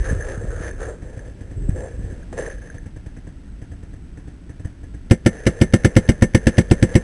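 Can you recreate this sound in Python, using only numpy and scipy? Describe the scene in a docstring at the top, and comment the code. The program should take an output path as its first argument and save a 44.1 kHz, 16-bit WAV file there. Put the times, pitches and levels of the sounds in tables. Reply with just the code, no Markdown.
"""A paintball marker fires a fast string in a plank shelter, heard at the player's head-mounted camera.
Each shot is a solenoid tick, bolt strokes that excite damped modes, and a turbulent puff of air;
the planks reflect it and the camera's slow converter overloads. Before the string, as the player walks
in and raises the marker, straps and clothing rub on the plastic housing, steps thump through it,
grass swishes and air buffets the microphone. Dull pops, most likely other markers, cross the field."""
import sys
import numpy as np
from scipy import signal
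from scipy.fft import rfft, irfft
from scipy.io import wavfile

SR = 44100
rng = np.random.default_rng(int(sys.argv[2]) if len(sys.argv) > 2 else 0)


def generate_wav(sig):
    """Save sig (samples, or channels by samples) to the path in sys.argv[1] as 16-bit PCM at SR."""
    pcm = np.round(np.clip(np.atleast_2d(sig).T, -1, 1) * 32767).astype(np.int16)
    wavfile.write(sys.argv[1], SR, pcm)


N = 310023

# the string of shots: (t/s, thump level/dB, air level/dB, loader rattle level/dB)
SHOTS = [(5.1098, 0.5, -0.4, -61), (5.26, -2, -0.7, -42.5), (5.465, -3, 2.1, -42.5), (5.613, -1.1, 0, -48),
         (5.7353, -2.4, 1.5, -43), (5.8458, -2.5, 1.5, -41.5), (5.9638, -0.5, 2, -43),
         (6.0882, -2.7, 0.3, -50), (6.2211, -2.5, 0, -53), (6.346, -3, 0, -43.5), (6.468, -0.8, 1.1, -40.5),
         (6.5804, -1.5, 1.2, -47), (6.7106, -2, -0.5, -43), (6.8251, -2.1, -3, -39),
         (6.9526, 0.5, -0.2, -42)]
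# one firing cycle, pulling and pushing in turn: (t/s from the shot, level/dB, softness/s)
BOLT_STROKES = [(-.0002, 3.6, .00055), (.0023, 6.2, .00032), (.0062, -8.5, .00026), (.0104, -21, .0001)]
# modes excited by a shot: (f/Hz, level/dB, t60/s)
MARKER_MODES = [(101.9, -3.5, 0.048), (171, -10, 0.067), (203, 2.2, 0.0098), (198, -49, 0.04),
                (223.5, -18.5, 0.1), (331.1, -3.5, 0.061), (355, -4, 0.021), (490, -29.5, 0.097),
                (513.5, -13, 0.11), (592, -30, 0.11), (720, -29, .09), (835, -20.5, 0.031),
                (1417, -18, 0.042), (1814, 3, .015), (1800, -2.5, 0.12), (2086, -9.5, 0.096),
                (2140, -15, 0.025), (2280, -6, 0.043), (2863, 4, 0.017)]
# reflections from the planks: (delay/s, level/dB)
PLANK_ECHOES = [(.0168, -12.5), (.0216, -17.7)]
# resonances of the escaping air: (f/Hz, bandwidth/Hz, level/dB)
AIR_RESONANCES = [(570, 330, 3), (1370, 99, 11), (1725, 151, 17.5), (2162, 115, 17.5), (2837, 580, 9),
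                  (3790, 590, 5)]
# turbulence at the muzzle: (f/Hz, spectral level/dB)
PUFF_SPECTRUM = [(20, -11.5), (60, 7.5), (150, -0.5), (350, -5), (480, -5), (640, -15.5), (1000, -23.5),
                 (3000, -37)]

# strap and sleeve sliding over the camera: (t/s, duration/s, drag level/dB, scratch level/dB)
RUBS = [(-0.04, 0.064, -43, -38), (0.022, 0.089, -30, -34), (0.161, 0.19, -31.5, -37.5),
        (0.378, .23, -34, -43.5), (0.582, 0.1, -31.5, -35), (0.77, 0.12, -30, -41.5),
        (1.007, 0.27, -41.5, -49.5), (1.35, 0.86, -46.5, -58), (1.725, 0.14, -31.5, -43),
        (1.987, 0.13, -42.5, -49.5), (2.344, 0.12, -28.5, -33), (2.447, 0.027, -52, -39),
        (2.587, 0.17, -46, -47.5)]
# sudden catches of strap and sleeve: (t/s, drag level/dB, scratch level/dB)
SCUFFS = [(0.038, -28, -33), (0.085, -23, -28), (0.283, -16, -27.5), (0.634, -31, -31), (0.8, -33, -40),
          (0.815, -17, -34), (0.876, -22, -37), (1.758, -23.5, -52), (1.8, -38, -45), (1.993, -39, -46),
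          (2.1, -44, -47), (2.327, -18.5, -28), (2.371, -16, -34), (2.387, -15.5, -31)]
# resonances of the camera housing: (f/Hz, bandwidth/Hz, level/dB)
HOUSING_RESONANCES = [(516, 124, -6.5), (1516, 350, -6), (1626, 130, 4), (1758, 151, 3),
                      (3200, 1900, -17.5), (4270, 1240, -18)]
# resonances of its mount: (f/Hz, bandwidth/Hz, level/dB)
MOUNT_RESONANCES = [(350, 93, 6), (437, 120, -13.5), (474.5, 102, 15), (540, 350, -6.5), (750, 93, -14)]
# footfalls and bumps: (t/s, level/dB)
STEPS = [(0.107, -10.5), (0.123, -8.5), (0.372, -16.5), (0.44, -15), (0.602, -18), (1.571, -25),
         (1.617, -17), (1.687, -5), (1.99, -18.5), (2.037, -17.5), (2.122, -18), (2.824, -23),
         (4.648, -19.5)]
# modes of a thump carried through the body: (f/Hz, level/dB, t60/s)
STEP_MODES = [(46.6, -8, 0.041), (108, -3.5, 0.027), (168.6, -7, .035), (295, -12, 0.018)]
# thin ring of the housing after a jolt or distant pop: (f/Hz, bandwidth/Hz, level/dB)
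JOLT_RESONANCES = [(668, 125, 5), (1690, 130, 7), (1885, 350, 0), (3340, 1240, -13.5)]
# hard knocks, most likely balls in the hopper: (t/s, peak level/dB)
KNOCKS = [(0.098, -23), (0.208, -25), (0.223, -24), (0.645, -31), (0.664, -29), (0.71, -28.5),
          (1.192, -35.5), (1.921, -43), (2.128, -51), (2.229, -39.5), (2.422, -30), (2.435, -29),
          (2.463, -26), (2.477, -34), (2.501, -28), (2.582, -40), (2.619, -40), (2.7, -31), (2.782, -35.5)]
# air pushing on the microphone as the player moves: (t/s, duration/s, level/dB)
GUSTS = [(-0.03, 0.033, -15.5), (0.05, .15, -22), (0.22, 0.5, -29), (0.7, 0.2, -32), (1.01, 0.55, -39),
         (1.55, 0.23, -23.5), (1.91, 0.2, -29.5)]
# rumble of that air: (f/Hz, spectral level/dB)
BUFFET_SPECTRUM = [(12, -31), (20, -14), (37, 3), (70, -5.5), (102, -4), (189, -30.5), (344, -24.5),
                   (400, -21.5), (520, -61), (880, -120)]
# strides through dry grass: (t/s, duration/s, level/dB)
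STRIDES = [(0.03, 0.07, -37.5), (0.2, 0.18, -46), (0.49, 0.15, -42.5), (0.78, 0.075, -40.5)]
# resonances of the brushed blades: (f/Hz, bandwidth/Hz, level/dB)
GRASS_RESONANCES = [(870, 260, -8), (1295, 164, 6), (1610, 190, 6.5), (3800, 2000, -17)]

# pops across the field: (t/s, level/dB)
FAR_POPS = [(1.018, -25), (1.164, -26.5), (1.296, -39), (1.405, -26.5), (1.508, -28.5), (2.741, -26),
            (2.856, -26), (2.96, -27), (3.059, -26), (3.164, -27), (3.267, -27), (3.614, -27.5),
            (3.714, -28), (3.825, -29), (3.931, -30), (4.171, -28), (4.273, -29), (4.492, -27),
            (4.594, -28.5), (4.646, -22.5), (4.831, -28.5), (4.938, -27.5)]
# modes of a distant pop: (f/Hz, level/dB, t60/s)
FAR_MODES = [(92, -6.5, 0.054), (172, -11, 0.085), (296, -9, 0.065), (510, -6, 0.053)]
# ambient noise of the open field: (f/Hz, spectral level/dB)
FIELD_SPECTRUM = [(12, -50), (20, -0.5), (35, -2), (49, 1.5), (137, -13), (188, -11), (204, -15),
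                  (287, -16), (474, -30.5), (1070, -40), (1190, -41.5), (1360, -37), (1970, -38.5),
                  (2190, -41), (3200, -42.5), (5000, -48)]
# its slow rise and fall: (t/s, level/dB)
FIELD_LEVEL = [(0, -39), (2.3, -33), (2.8, -36), (5, -36), (7.03, -32)]

CONVERTER_HZ, CUTOFF_HZ = 8000, 11100


def marker_body():
    """Impact excitation: solenoid, bolt and valve set damped modes ringing; the planks reflect them."""
    t, thump_db, _, _ = np.transpose(SHOTS)
    force = soften(clicks(t - .0108, -from_db(thump_db - 24)), .00025)   # the solenoid ticks first
    for k, (delay, db, softness) in enumerate(BOLT_STROKES):
        jitter_s, jitter_db = (rng.standard_normal((len(t), 2)) * [.00008, .9]).T
        impulses = (-1) ** (k + 1) * from_db(thump_db + db + jitter_db)
        force += soften(clicks(t + delay + jitter_s, impulses), softness)
    direct = ring(force, MARKER_MODES)
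    n = np.arange(N)
    echoes = sum(from_db(db) * np.interp(n - delay * SR, n, direct, left=0) for delay, db in PLANK_ECHOES)
    return direct + butter(echoes, 2500, "low")


def marker_air():
    """Jet noise: the solenoid vents, the bolt leaks, and the ball leaves with a crack, hiss and puff."""
    t, _, air_db, _ = np.transpose(SHOTS)
    vent = fade(clicks(t - .01, from_db(air_db - 29)), t60=.0086)
    leak = soften(fade(clicks(t - .001, from_db(air_db - 19.5)), t60=.053), .00027)
    crack = fade(clicks(t + .0019, from_db(air_db - 14)), t60=.012)
    sputter = from_db(7.2 * np.tanh(drift(74)))
    hiss = fade(clicks(t + .0042, from_db(air_db - 26)), t60=.086) * sputter
    puff = soften(fade(clicks(t + .00314, from_db(air_db - 10.5)), t60=.11), .00034)
    jet = (vent + leak + crack + hiss) * rng.standard_normal(N)
    return resonate(jet, AIR_RESONANCES) + puff * noise(PUFF_SPECTRUM)


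def loader_rattle():
    """Random collisions: the force of the loader stirring its balls from just after each shot."""
    t, _, _, db = np.transpose(SHOTS)
    starts = t + .024
    durations = np.append(t[1:], N / SR) - starts
    effort = swells(zip(starts, durations, db), attack_s=.044, t60=.43)
    return effort * slips(per_s=3300, spread_db=0, clump_db=.5, clump_hz=82)


def rubbing(rattle):
    """Stick-slip friction: drags shake the mount, scratches ring the housing; the rattle drives both."""
    rubs = np.array(RUBS)
    t, drag_db, scratch_db = np.transpose(SCUFFS)
    drag = from_db(1) * swells(rubs[:, [0, 1, 2]], attack_s=.042, t60=.38)
    drag += fade(clicks(t, from_db(drag_db - 4.5)), t60=.061)
    scratch = swells(rubs[:, [0, 1, 3]], attack_s=.042, t60=.38)
    scratch += fade(clicks(t, from_db(scratch_db - 9)), t60=.11)
    shake = drag * slips(per_s=2000, spread_db=1, clump_db=-.5, clump_hz=18)
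    scrape = scratch * slips(per_s=3900, spread_db=3, clump_db=3, clump_hz=78)
    mount = resonate(shake + from_db(6.5) * rattle, MOUNT_RESONANCES)
    padded = butter(butter(mount, 330, "high"), 540, "low")   # the padded mount passes no treble
    return padded + resonate(scrape + from_db(2.5) * rattle, HOUSING_RESONANCES)


def steps():
    """Body conduction: footfalls arrive as soft thumps that jolt the housing."""
    t, db = np.transpose(STEPS)
    force = soften(clicks(t, from_db(db + 9)), .00043)
    jolt = fade(clicks(t + .0033, from_db(db - 37.5)), t60=.23) * rng.standard_normal(N)
    return ring(force, STEP_MODES) + resonate(jolt, JOLT_RESONANCES)


def hopper(centre_hz=1720, spread_hz=100, rise_s=.0018):
    """Shell vibration: loose balls ring the hopper briefly, each at a slightly different frequency."""
    t = np.arange(int(.04 * SR)) / SR
    envelope = t / rise_s * np.exp(1 - t / rise_s)
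    out = np.zeros(N)
    for onset, db in KNOCKS:
        start = int(onset * SR)
        hz = centre_hz + spread_hz * rng.uniform(-1, 1)
        out[start:start + len(t)] += from_db(db) * envelope * np.sin(2 * np.pi * hz * t)
    return out


def buffeting():
    """Turbulent pressure: moving air rumbles at the microphone port."""
    return swells(GUSTS, attack_s=.034, t60=.24) * noise(BUFFET_SPECTRUM)


def grass():
    """Friction noise: boots brush dry blades, whose many small slips merge into a swish."""
    blades = slips(per_s=4000, spread_db=2, clump_db=-1, clump_hz=32)
    return swells(STRIDES, attack_s=.019, t60=.44) * resonate(blades, GRASS_RESONANCES)


def far_pops():
    """Pressure pulses: a dull pull and push excite low modes, and a faint crack rings the housing."""
    t, db = np.transpose(FAR_POPS)
    pull = clicks(t + .00019, -from_db(db + 5.5))
    push = clicks(t + .00591, from_db(db + 12.5))
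    crack = fade(clicks(t + .0011, from_db(db - 18.5)), t60=.16) * rng.standard_normal(N)
    return ring(soften(pull + push, .00089), FAR_MODES) + resonate(crack, JOLT_RESONANCES)


def open_field():
    """Ambient noise: a low rumble under slow amplitude modulation."""
    return level(FIELD_LEVEL) * noise(FIELD_SPECTRUM)


def from_db(db):
    """Amplitude ratio: a factor of ten for every 20 dB."""
    return 10 ** (np.asarray(db) / 20)


def rms_one(x):
    """Normalisation to an rms of 1."""
    return x / np.sqrt(np.mean(x ** 2) + 1e-20)


def level(rows):
    """Gain by interpolation of (t/s, level/dB) rows, silent outside them."""
    t, db = np.transpose(rows)
    return from_db(np.interp(np.arange(N) / SR, t, db, left=-np.inf, right=-np.inf))


def swells(rows, attack_s, t60):
    """Power summation of envelopes that rise, hold and decay, from (t/s, duration/s, level/dB) rows."""
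    t, power = np.arange(N) / SR, np.zeros(N)
    for start, duration, db in rows:
        rise = np.clip((t - start) / attack_s, 0, 1)
        fall = np.clip((t - start - duration) / t60, 0, 2)
        power += (rise * from_db(db - 60 * fall)) ** 2
    return np.sqrt(power)


def butter(x, hz, kind):
    """Causal second-order low- or high-pass filtering."""
    return signal.sosfilt(signal.butter(2, hz, kind, fs=SR, output="sos"), x + 1e-18)


def drift(hz):
    """Random fluctuation: low-passed noise, rms 1."""
    return rms_one(butter(rng.standard_normal(N + SR), hz, "low")[SR:])


def noise(spectrum):
    """Spectral shaping of white noise by (f/Hz, level/dB) rows, rms 1."""
    hz, db = np.transpose(spectrum)
    bins = np.maximum(np.fft.rfftfreq(N, 1 / SR), 1)
    gains = from_db(np.interp(np.log(bins), np.log(hz), db))
    return rms_one(irfft(rfft(rng.standard_normal(N)) * gains, N))


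def clicks(times, gains):
    """Impulse train: one weighted sample at each time."""
    out = np.zeros(N)
    np.add.at(out, np.clip(np.round(times * SR).astype(int), 0, N - 1), gains)
    return out


def slips(per_s, spread_db, clump_db, clump_hz):
    """Random point process: tiny releases of uneven size, stronger in clumps, rms 1."""
    sizes = rng.standard_normal(N) * from_db(spread_db * np.minimum(rng.exponential(1, N), 3))
    released = rng.random(N) < per_s / SR
    clumps = from_db(clump_db * np.tanh(drift(clump_hz)))
    return rms_one(sizes * released * clumps)


def soften(x, seconds):
    """Compliance: each impulse spreads into a rounded pulse of the same area."""
    r = np.exp(-1 / (seconds * SR))
    return signal.lfilter([(1 - r) ** 2], [1, -2 * r, r * r], x + 1e-18)


def fade(x, t60):
    """Exponential decay: each impulse starts an envelope that falls 60 dB in t60 seconds."""
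    return signal.lfilter([1], [1, -from_db(-60 / (t60 * SR))], x + 1e-18)


def ring(x, modes):
    """Modal superposition: damped sines of alternating sign."""
    out = np.zeros(N)
    for k, (hz, db, t60) in enumerate(modes):
        r, w = from_db(-60 / (t60 * SR)), 2 * np.pi * hz / SR
        mode = signal.lfilter([0, np.sin(w)], [1, -2 * r * np.cos(w), r * r], x + 1e-18)
        out += (-1) ** k * from_db(db) * mode
    return out


def resonate(x, peaks):
    """Parallel resonances of alternating sign that roughly keep the power of white noise."""
    out, power = np.zeros(N), 0
    for k, (hz, width, db) in enumerate(peaks):
        r, w = np.exp(-np.pi * width / SR), 2 * np.pi * hz / SR
        gain = (-1) ** k * from_db(db) * (1 - r * r) / 2
        out += gain * signal.lfilter([1, 0, -1], [1, -2 * r * np.cos(w), r * r], x + 1e-18)
        power += from_db(db) ** 2 * (1 - r)
    return out / np.sqrt(power)


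def slow_converter(x):
    """Sample and hold: the spectrum gains thin mirror images on both sides of the converter's rate."""
    t = np.arange(N + 1) / SR
    instants = np.arange(0, t[-1] + 2 / CONVERTER_HZ, 1 / CONVERTER_HZ)
    held = np.interp(instants, t[:-1], butter(x, CONVERTER_HZ / 2, "low"))
    area = (np.cumsum(held) - held) / CONVERTER_HZ
    return np.diff(np.interp(t, instants, area)) * SR   # mean of the staircase over each output sample


def scene():
    """Superposition of marker, movement and field at one microphone."""
    marker = marker_body() + marker_air()
    movement = rubbing(loader_rattle()) + hopper() + grass() + steps() + buffeting()
    background = open_field() + far_pops()
    return (marker + movement + background)[None]


def record(dry):
    """Clipping and imaging: the converter overloads on shots and adds a glassy treble; the top is cut."""
    stepped = slow_converter(np.clip(dry[0], -1.02, 1.02))
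    band_limit = signal.ellip(12, .2, 80, CUTOFF_HZ, fs=SR, output="sos")
    clipped = np.clip(signal.sosfilt(band_limit, stepped), -1, 1)   # the filter's overshoot clips too
    output_lowpass = signal.ellip(8, .1, 60, 15800, fs=SR, output="sos")
    return signal.sosfilt(output_lowpass, clipped)[None]


dry = scene()
out = record(dry)
generate_wav(out)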